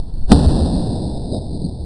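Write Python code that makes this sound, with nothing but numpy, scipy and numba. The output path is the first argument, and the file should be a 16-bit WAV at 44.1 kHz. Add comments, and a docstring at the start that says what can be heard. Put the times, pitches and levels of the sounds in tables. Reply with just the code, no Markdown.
"""A high-voltage discharge bangs in a glass tube inside a wooden box, heard ten times slowed down.
The blast rings the box, overloads the microphone and rolls away in the room with short, deep booms.
Loosened parts knock as they settle, over workshop hum and a deep rumble. Gain control ducks after
the crack, and the slowed playback holds every sample, which lays a gritty buzz over the boom.
All times and frequencies are as heard, already slowed."""
import sys
import numpy as np
from scipy import signal
from scipy.fft import rfft, irfft
from scipy.io import wavfile
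from numba import njit

SR = 44100
rng = np.random.default_rng(int(sys.argv[2]) if len(sys.argv) > 2 else 0)


def master(y):
    """Save y as 16-bit WAV."""
    cut = np.clip(np.atleast_2d(y).T, -1, 1)
    pcm = np.round(cut * 32767)  # scale
    wavfile.write(sys.argv[1], SR, pcm.astype(np.int16))


N = 81585
T = np.arange(N) / SR
FREQS = np.maximum(np.fft.rfftfreq(N, 1 / SR), 1)
BANG_S = 0.316
AGE_S = np.maximum(T - BANG_S, 0)


def undb(db):
    """Decibels to gain."""
    return 10 ** (np.asarray(db) / 20)


def on_log_axis(freqs, hz, values):
    """Linear interpolation over log frequency."""
    return np.interp(np.log(freqs), np.log(hz), values)


def noise(gain):
    """Unit-rms noise with the given relative gain per frequency."""
    x = irfft(gain * np.exp(2j * np.pi * rng.random(len(FREQS))), N)
    return x / x.std()


def shaped_noise(points):
    """Unit-rms noise with a spectrum through (f/Hz, level/dB) points."""
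    hz, db = np.array(points).T[:2]
    return noise(undb(on_log_axis(FREQS, hz, db)))


def colour(x, points, size=4096):
    """Minimum-phase filter through (f/Hz, gain/dB) points."""
    hz, db = np.array(points).T
    freqs = np.maximum(np.fft.rfftfreq(size, 1 / SR), 1)
    cepstrum = irfft(np.log(undb(on_log_axis(freqs, hz, db))))
    cepstrum[1:size // 2] *= 2
    cepstrum[size // 2 + 1:] = 0
    impulse = irfft(np.exp(rfft(cepstrum)))
    return signal.fftconvolve(x, impulse)[:N]


def low_pass(x, hz):
    """Steep zero-delay low-pass."""
    return signal.fftconvolve(x, signal.firwin(401, hz, fs=SR, window="blackman"), "same")


@njit
def follow(x, level, attack_s, release_s):
    """Level follower with separate attack and release."""
    out = np.empty(len(x))
    for i in range(len(x)):
        gap = abs(x[i]) - level
        level += gap / (SR * (attack_s if gap > 0 else release_s))
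        out[i] = level
    return out


# f/Hz, relative density/dB
HUM_SPECTRUM = [(25, 2), (70, -2.5), (150, -5.5), (300, -20), (500, -28), (800, -30.5), (1100, -33.5),
                (2000, -35.5)]

def workshop_hum(level_db=-27):
    """Steady low noise of the workshop."""
    return undb(level_db) * shaped_noise(HUM_SPECTRUM)


# f/Hz, relative density/dB
RUMBLE_SPECTRUM = [(12, 2.5), (24, -3), (42, -7), (70, -22.5), (150, -44), (600, -93.5)]
# t/s, level/dB
RUMBLE_ENVELOPE = [(0, -11), (.08, -36.5), (.14, -22), (.29, -9.5), (.6, -24), (1.85, -26)]

def rumble():
    """Deep noise that dips, grows toward the bang and falls back."""
    at_s, db = np.array(RUMBLE_ENVELOPE).T
    return shaped_noise(RUMBLE_SPECTRUM) * undb(np.interp(T, at_s, db))


# t/s, level/dB, centre/Hz, width/Hz, rise/s, decay/s
PART_KNOCKS = [(1.349, -17, 574, 306, 0.026, 0.028), (1.323, -9.5, 135, 265, 0.008, 0.053),
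               (1.457, -23, 170, 196, 0.0092, 0.022), (1.549, -13, 211.6, 195, 0.026, 0.032),
               (1.618, -9.5, 120, 227, 0.0085, 0.015), (1.646, -12, 175, 175, 0.0062, .028),
               (1.78, -15, 71.4, 45, 0.042, 0.061)]

def knocks():
    """Jolted parts land; each contact is drawn out into a short rattle around one resonance."""
    out = np.zeros(N)
    for at_s, db, hz, width_hz, rise_s, decay_s in PART_KNOCKS:
        resonance = 1 / (1 + ((FREQS ** 2 - hz ** 2) / (FREQS * width_hz)) ** 4)
        envelope = np.exp(-np.maximum((at_s - T) / rise_s, (T - at_s) / decay_s))
        out += undb(db) * envelope * noise(resonance)
    return out


# t/s, level/dB, f/Hz, half length/s
TAIL_BOOMS = [(.41, 3.5, 132, 0.005), (.475, 10.5, 73, 0.012), (.56, -11, 214, .018),
              (0.625, 0.5, 74.7, 0.026), (.76, -8.5, 172.3, .022), (.885, -12.5, 55, 0.013)]

def booms():
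    """Short, deep swells in the tail, as if the pressure wave came back from the walls."""
    out = np.zeros(N)
    for at_s, db, hz, half_s in TAIL_BOOMS:
        envelope = np.exp(-((T - at_s) / half_s) ** 2)
        out += undb(db) * envelope * np.cos(2 * np.pi * hz * (T - at_s))
    return out


# f/Hz, relative density/dB, t60/s
REVERB_BANDS = [(22.4, -8, 4.2), (44.7, -1.5, 3.7), (80, -11, 8.8), (118, -7.5, 5.3), (248.4, -7.5, 3.73),
                (430, -19.5, 4.9), (746, -22, 4.26), (1134, -23, 1.82)]

def room_reverb(level_db=0.5, build_s=0.049):
    """Diffuse echoes build up and die away, the treble first."""
    hz, _, t60s = np.array(REVERB_BANDS).T
    spectrum = rfft(shaped_noise(REVERB_BANDS))
    tail = np.zeros(N)
    for weights, t60_s in zip(np.eye(len(hz)), t60s):
        band = irfft(spectrum * on_log_axis(FREQS, hz, weights), N)
        tail += band * undb(-60 * AGE_S / t60_s)
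    return undb(level_db) * (1 - np.exp(-AGE_S / build_s)) * tail


# modes of box and tube: f/Hz, relative level/dB, t60/s
BOX_MODES = [(69.1, -9.5, 0.92), (73.3, -13.5, 0.34), (91.1, 0, .12), (148.7, 3, 0.1), (214.8, 20, 0.028),
             (285.8, -4.5, 0.15), (392.6, -15.5, 0.084), (452, -18, 0.13), (721.3, -7.5, 0.095)]

def box_ring(gain_db=8.5):
    """The blast sets box and tube ringing in damped modes."""
    modes = (undb(db - 60 * AGE_S / t60_s) * np.sin(2 * np.pi * hz * AGE_S)
             for hz, db, t60_s in BOX_MODES)
    return -undb(gain_db) * sum(modes)


def swell_and_crack(swell_db=-6.5, swell_s=0.022, burst_db=0.5, decay_s=0.044):
    """The sound swells briefly just before the crack; then the spark's burst of turbulent air."""
    swell = undb(swell_db) * np.exp(-((T - BANG_S) / swell_s) ** 2)
    burst = undb(burst_db) * np.exp(-AGE_S / decay_s)
    return np.where(T < BANG_S, swell, burst) * shaped_noise(REVERB_BANDS)


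def scene():
    """Mono mix of the bang, knocks and background."""
    bang = swell_and_crack() + box_ring() + room_reverb() + booms()
    return (bang + knocks() + workshop_hum() + rumble())[None]


# f/Hz, gain/dB
MIC_RESPONSE = [(20, 2), (700, 3), (950, -0.5), (1060, -5.5), (1160, -10.5), (1350, -11), (1720, -11),
                (1950, -17), (2150, -36.5)]

def microphone(pressure, ceiling=1.7, bias=-0.0079):
    """The microphone colours the sound and saturates, slightly lopsided."""
    drive = colour(pressure, MIC_RESPONSE) / ceiling
    return ceiling * (np.tanh(drive + bias) - np.tanh(bias))


def gain_control(x, threshold=0.27, ratio=3.29, lag_s=0.011):
    """The gain ducks above the threshold, slightly late, and recovers slowly."""
    level = follow(x, threshold, attack_s=0.094, release_s=8.1)
    late_level = np.interp(T - lag_s, T, level)
    return x * np.minimum(threshold / late_level, 1) ** (1 - 1 / ratio)


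def sample_hold(x, hold_samples=10):
    """Slowed playback holds each sample; the steps buzz."""
    return np.repeat(x[::hold_samples], hold_samples)[:N]


def record(dry, trim_db=-3):
    """The microphone saturates, the gain ducks, peaks clip and playback holds each sample."""
    ducked = undb(trim_db) * gain_control(microphone(dry[0]))
    clipped = np.clip(low_pass(ducked, hz=2050), -1, 1)
    return low_pass(sample_hold(clipped), hz=10800)[None]


dry = scene()
out = record(dry)
master(out)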